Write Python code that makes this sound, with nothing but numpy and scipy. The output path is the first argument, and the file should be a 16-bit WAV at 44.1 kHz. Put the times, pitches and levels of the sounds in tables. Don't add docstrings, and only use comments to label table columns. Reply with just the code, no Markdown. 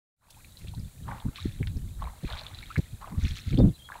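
import sys
import numpy as np
from scipy import signal
from scipy.fft import rfft, irfft
from scipy.io import wavfile
from scipy.ndimage import uniform_filter1d

SR = 44100
rng = np.random.default_rng(int(sys.argv[2]) if len(sys.argv) > 2 else 0)


def materialize(psi):
    bounded = np.clip(np.atleast_2d(psi).T, -1, 1)
    quanta = np.round(bounded * 32767).astype(np.int16)
    wavfile.write(sys.argv[1], SR, quanta)


N = 176400
TIME = np.arange(N) / SR


def from_db(db):
    return 10 ** (np.asarray(db) / 20)


def unit_rms(x):
    return x / np.sqrt(np.mean(x ** 2) + 1e-20)


def coloured(x, spectrum):
    hz, db = np.transpose(spectrum)
    f = np.maximum(np.arange(N // 2 + 1) * SR / N, 1)
    skirts = np.minimum(f / hz[0], 1) ** 2 * np.minimum(hz[-1] / f, 1) ** 2
    gain = from_db(np.interp(np.log(f), np.log(hz), db))
    return unit_rms(irfft(rfft(x) * skirts * gain, N))


def noise(spectrum):
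    return coloured(rng.standard_normal(N), spectrum)


def evened(x, span_s):
    size = max(int(span_s * SR), 2)
    power = uniform_filter1d(uniform_filter1d(x * x, size), size)
    return x / np.sqrt(np.abs(power) + 1e-9)


def add(out, start_s, sound):
    i = int(np.clip(start_s * SR, 0, N - 1))
    out[i:i + len(sound)] += sound[:N - i]


def swell(peak_s, rise_s, hold_s, decay_db_per_s):
    rise = np.exp(-2 * (np.minimum(TIME - peak_s, 0) / rise_s) ** 2)
    return rise * from_db(-decay_db_per_s * np.maximum(TIME - peak_s - hold_s, 0))


def bubble_cloud(spectrum, per_s, cycles, spread_db=6, pitches=28):
    born = rng.random(N) < per_s / SR
    strength = from_db(spread_db * np.minimum(rng.exponential(1, N), 4))
    impulses = born * strength * rng.choice([-1, 1], N)
    pitch_index = rng.integers(0, pitches, N)
    out = np.zeros(N)
    for k, hz in enumerate(np.geomspace(spectrum[0][0], spectrum[-1][0], pitches)):
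        radius = np.exp(-np.log(1000) * hz / (cycles * SR))
        omega = 2 * np.pi * hz / SR
        feedback = [1, -2 * radius * np.cos(omega), radius * radius]
        drive = impulses * (pitch_index == k) + 1e-18
        out += omega * signal.lfilter([0, np.sin(omega)], feedback, drive)
    return coloured(out, spectrum)


# f/Hz, level/dB
HISS_SPECTRUM = [(500, -4.5), (1400, -11.5), (2900, -14), (3950, -5.5), (5200, -16), (7500, -7.5),
                 (11000, -9.5), (15500, -14.5)]


def hiss(level_db=-59):
    return from_db(level_db) * noise(HISS_SPECTRUM)


# t/s, level/dB
BREEZE_LEVELS = [(.55, -53.5), (.8, -46), (.96, -60.5), (1.8, -40.5), (2.17, -55), (2.55, -45),
                 (2.87, -50.5), (3.4, -48), (4.0, -55.5)]
# f/Hz, level/dB
BREEZE_SPECTRUM = [(20, 2), (95, 2), (150, -6), (350, -20.5), (550, -41.5)]
# peak t/s, Gaussian half-width/s, peak rms level/dB, eddy f/Hz
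WIND_BUFFETS = [(0.646, 0.002, -34.5, 177), (0.685, 0.051, -39, 85.6), (0.786, 0.012, -28.5, 103),
                (0.846, 0.025, -37.5, 97), (1.083, 0.068, -37.5, 112), (1.26, 0.0099, -24, 104),
                (1.289, 0.0089, -27, 118), (1.458, 0.002, -22.5, 208), (1.468, 0.029, -31, 85),
                (1.611, 0.0053, -19, 140), (1.666, 0.061, -30.5, 76.4), (1.769, 0.0098, -26.5, 114),
                (1.84, 0.081, -38, 86), (2.034, 0.047, -33, 75.6), (2.243, 0.0063, -29.5, 215),
                (2.263, 0.0071, -28, 58.5), (2.338, 0.016, -33.5, 59.7), (2.789, 0.0073, -16.5, 160),
                (2.94, 0.0088, -33.5, 84.5), (3.136, 0.017, -35.5, 138), (3.187, 0.0091, -22, 87),
                (3.247, 0.013, -19.5, 95), (3.317, 0.021, -29.5, 73.5), (3.479, 0.0081, -25.5, 108),
                (3.542, 0.018, -20, 126), (3.599, 0.012, -14.5, 216), (3.646, 0.032, -14.5, 117),
                (3.648, 0.029, -22, 196)]
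# multiple of the eddy frequency, level/dB
BUFFET_SPECTRUM = [(.2, -8), (1, 0.5), (1.6, -8), (2.5, -19), (4, -35), (8, -53)]


def wind(even_cycles=2.26):
    out = from_db(np.interp(TIME, *np.transpose(BREEZE_LEVELS))) * noise(BREEZE_SPECTRUM)
    for peak_s, width_s, db, hz in WIND_BUFFETS:
        spectrum = [(multiple * hz, band_db) for multiple, band_db in BUFFET_SPECTRUM]
        eddies = evened(noise(spectrum), span_s=even_cycles / hz)
        envelope = np.exp(-np.minimum(((TIME - peak_s) / width_s) ** 2, 100) / 2)
        out += from_db(db) * envelope * eddies
    return out


# peak t/s, level/dB, decay/(dB/s), rise/s
FOOT_PLUNGES = [(0.234, -51.5, 159, 0.032), (1.101, -42.5, 86, 0.04), (2.028, -45.5, 102, 0.037),
                (2.295, -42.5, 66, 0.018), (3.023, -43.5, 93, 0.018), (3.951, -49, 91, 0.066)]
# f/Hz, level/dB
PLUNGE_SPECTRUM = [(450, -9), (650, -3), (900, 1), (1150, 1), (1500, -5.5), (2200, -13.5), (4500, -25)]


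def plunges():
    envelope = sum(from_db(db) * swell(peak_s, rise_s, 0, decay)
                   for peak_s, db, decay, rise_s in FOOT_PLUNGES)
    bubbles = bubble_cloud(PLUNGE_SPECTRUM, per_s=750, cycles=30)
    wash = 0.4 * noise(PLUNGE_SPECTRUM)
    return envelope * evened(bubbles + wash, span_s=0.033)


# peak t/s, peak rms level/dB
MUD_SNAPS = [(.307, -45), (0.591, -54), (2.782, -48.5), (3.289, -60), (3.385, -53)]
# f/Hz, level/dB
SNAP_SPECTRUM = [(4200, 1), (12000, -5)]


def snaps():
    envelope = sum(from_db(db) * swell(peak_s, rise_s=0.0054, hold_s=0, decay_db_per_s=1202)
                   for peak_s, db in MUD_SNAPS)
    return envelope * noise(SNAP_SPECTRUM)


# t/s, relative level/dB, starting f/Hz, cycles to fall 60 dB
SINGLE_BUBBLES = [(0.366, -58, 785, 104), (.446, -38.5, 2370, 12), (.571, -37, 3960, 32),
                  (.673, -43.5, 2500, 46), (.683, -32.5, 3570, 16.5), (0.737, -42, 847, 19.6),
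                  (.749, -36, 4040, 15), (.796, -40.5, 4800, 19), (1.087, -26, 854, 16),
                  (1.121, -24.5, 860, 13.4), (1.201, -34, 3600, 12), (1.359, -20, 3400, 7.2),
                  (1.384, -41.5, 1080, 40), (1.629, -23.5, 2160, 10.7), (1.672, -19.5, 3420, 6.4),
                  (1.673, -29.5, 1690, 9.7), (1.77, -37, 5000, 12), (2.022, -23, 985, 14),
                  (2.072, -32, 1026, 29), (2.325, -28, 3470, 22), (2.389, -29, 3900, 24),
                  (2.394, -17, 3530, 5.8), (2.466, -25.5, 3460, 17), (2.547, -31.5, 3860, 25),
                  (2.588, -31.5, 3700, 24), (2.628, -33.5, 2190, 28), (2.703, -38, 1183, 81),
                  (2.758, -22, 1636, 16), (2.764, -21, 2090, 15.3), (3.024, -33.5, 980, 27),
                  (3.074, -32, 750, 8.6), (3.252, -23, 2470, 11), (3.372, -18.5, 3750, 6.3),
                  (3.5743, -27.5, 3370, 19), (3.588, -31.5, 4360, 23), (3.889, -25.5, 1480, 7.6),
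                  (3.901, -31, 1050, 17), (3.92, -26.5, 1570, 14), (3.954, -37, 895, 25)]


def plops(gain_db=3, glide_per_s=17, onset_cycles=0.94, spatter_db=-3, spatter_t60_s=0.063):
    out, t = np.zeros(N), TIME[:SR // 10]
    for start_s, db, hz, cycles in SINGLE_BUBBLES:
        phase = 2 * np.pi * np.cumsum(hz * (1 + glide_per_s * t)) / SR
        onset = 1 - np.exp(-(t * hz / onset_cycles) ** 2)
        ring = np.sin(phase) * onset * np.exp(-np.log(1000) * t * hz / cycles)
        scatter = rng.standard_normal(len(t)) * np.exp(-np.log(1000) * t / spatter_t60_s)
        trail = signal.fftconvolve(ring, scatter)[:len(t)]
        spatter = from_db(spatter_db) * ring.std() * unit_rms(trail)
        add(out, start_s, from_db(db + gain_db) * (ring + spatter))
    return out


# peak t/s, rise/s, hold/s, level/dB, decay/(dB/s), mist re drops/dB
FOOT_SPRAYS = [(0.601, 0.012, 0.012, -62.5, 96, -6.5), (1.365, 0.017, 0.034, -46.5, 93, -16),
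               (2.284, 0.067, 0.105, -47.5, 109, -25), (2.65, 0.18, 0.13, -55, 76, -20),
               (3.256, 0.067, 0.042, -44.5, 167, -9.5), (3.365, 0.011, 0.0094, -46, 258, -9.5),
               (3.529, 0.098, 0.011, -48, 312, -53)]
# f/Hz, level/dB
DROP_SPECTRUM = [(700, -40), (1300, 1.5), (1750, 4), (2350, 5.5), (2950, 1), (3500, 8), (4200, 6.5),
                 (5100, -9), (7000, -8.5)]
# f/Hz, level/dB
MIST_SPECTRUM = [(4000, -4), (5500, 4), (7500, -7), (15000, -28)]


def sprays(drops_per_s=1900, cycles=32):
    bubbles = bubble_cloud(DROP_SPECTRUM, drops_per_s, cycles)
    wash = 0.62 * noise(DROP_SPECTRUM)
    drops = evened(bubbles + wash, span_s=0.03)
    mist = evened(bubble_cloud(MIST_SPECTRUM, drops_per_s, cycles), span_s=0.038)
    thrown = sum(from_db(db) * swell(peak_s, rise_s, hold_s, decay) * (drops + from_db(mist_db) * mist)
                 for peak_s, rise_s, hold_s, db, decay, mist_db in FOOT_SPRAYS)
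    stray_drips = from_db(-67.5) * bubble_cloud(DROP_SPECTRUM, per_s=160, cycles=66, spread_db=-2)
    return thrown + stray_drips


# t/s, duration/s, centre f/Hz, peak level/dB
BIRD_PEEPS = [(3.588, 0.044, 3630, -47), (3.736, 0.041, 4010, -53), (3.785, 0.03, 3220, -52),
              (3.814, 0.022, 3190, -49.5), (3.832, 0.06, 3290, -48.5)]


def bird(sag_hz_per_s=950, waver_hz=45):
    out = np.zeros(N)
    waver = waver_hz * noise([(20, -8), (150, -6)])
    for start_s, length_s, hz, db in BIRD_PEEPS:
        t = TIME[:int(length_s * SR)]
        pitch = hz - sag_hz_per_s * (t - length_s / 2) + np.roll(waver, -int(start_s * SR))[:len(t)]
        envelope = from_db(db) * np.sin(np.pi * t / length_s)
        add(out, start_s, envelope * np.sin(2 * np.pi * np.cumsum(pitch) / SR))
    return out


def scene():
    wading = plunges() + sprays() + plops() + snaps()
    return (wading + wind() + bird() + hiss())[None]


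def record(dry):
    fade_start_s, fade_end_s, cutoff_hz = 0.15, 0.36, 15700
    fade_in = np.interp(TIME, [fade_start_s, fade_end_s], [0, 1]) ** 2
    low_pass = signal.ellip(12, .1, 90, cutoff_hz, fs=SR, output="sos")
    return signal.sosfilt(low_pass, dry * fade_in)


dry = scene()
out = record(dry)
materialize(out)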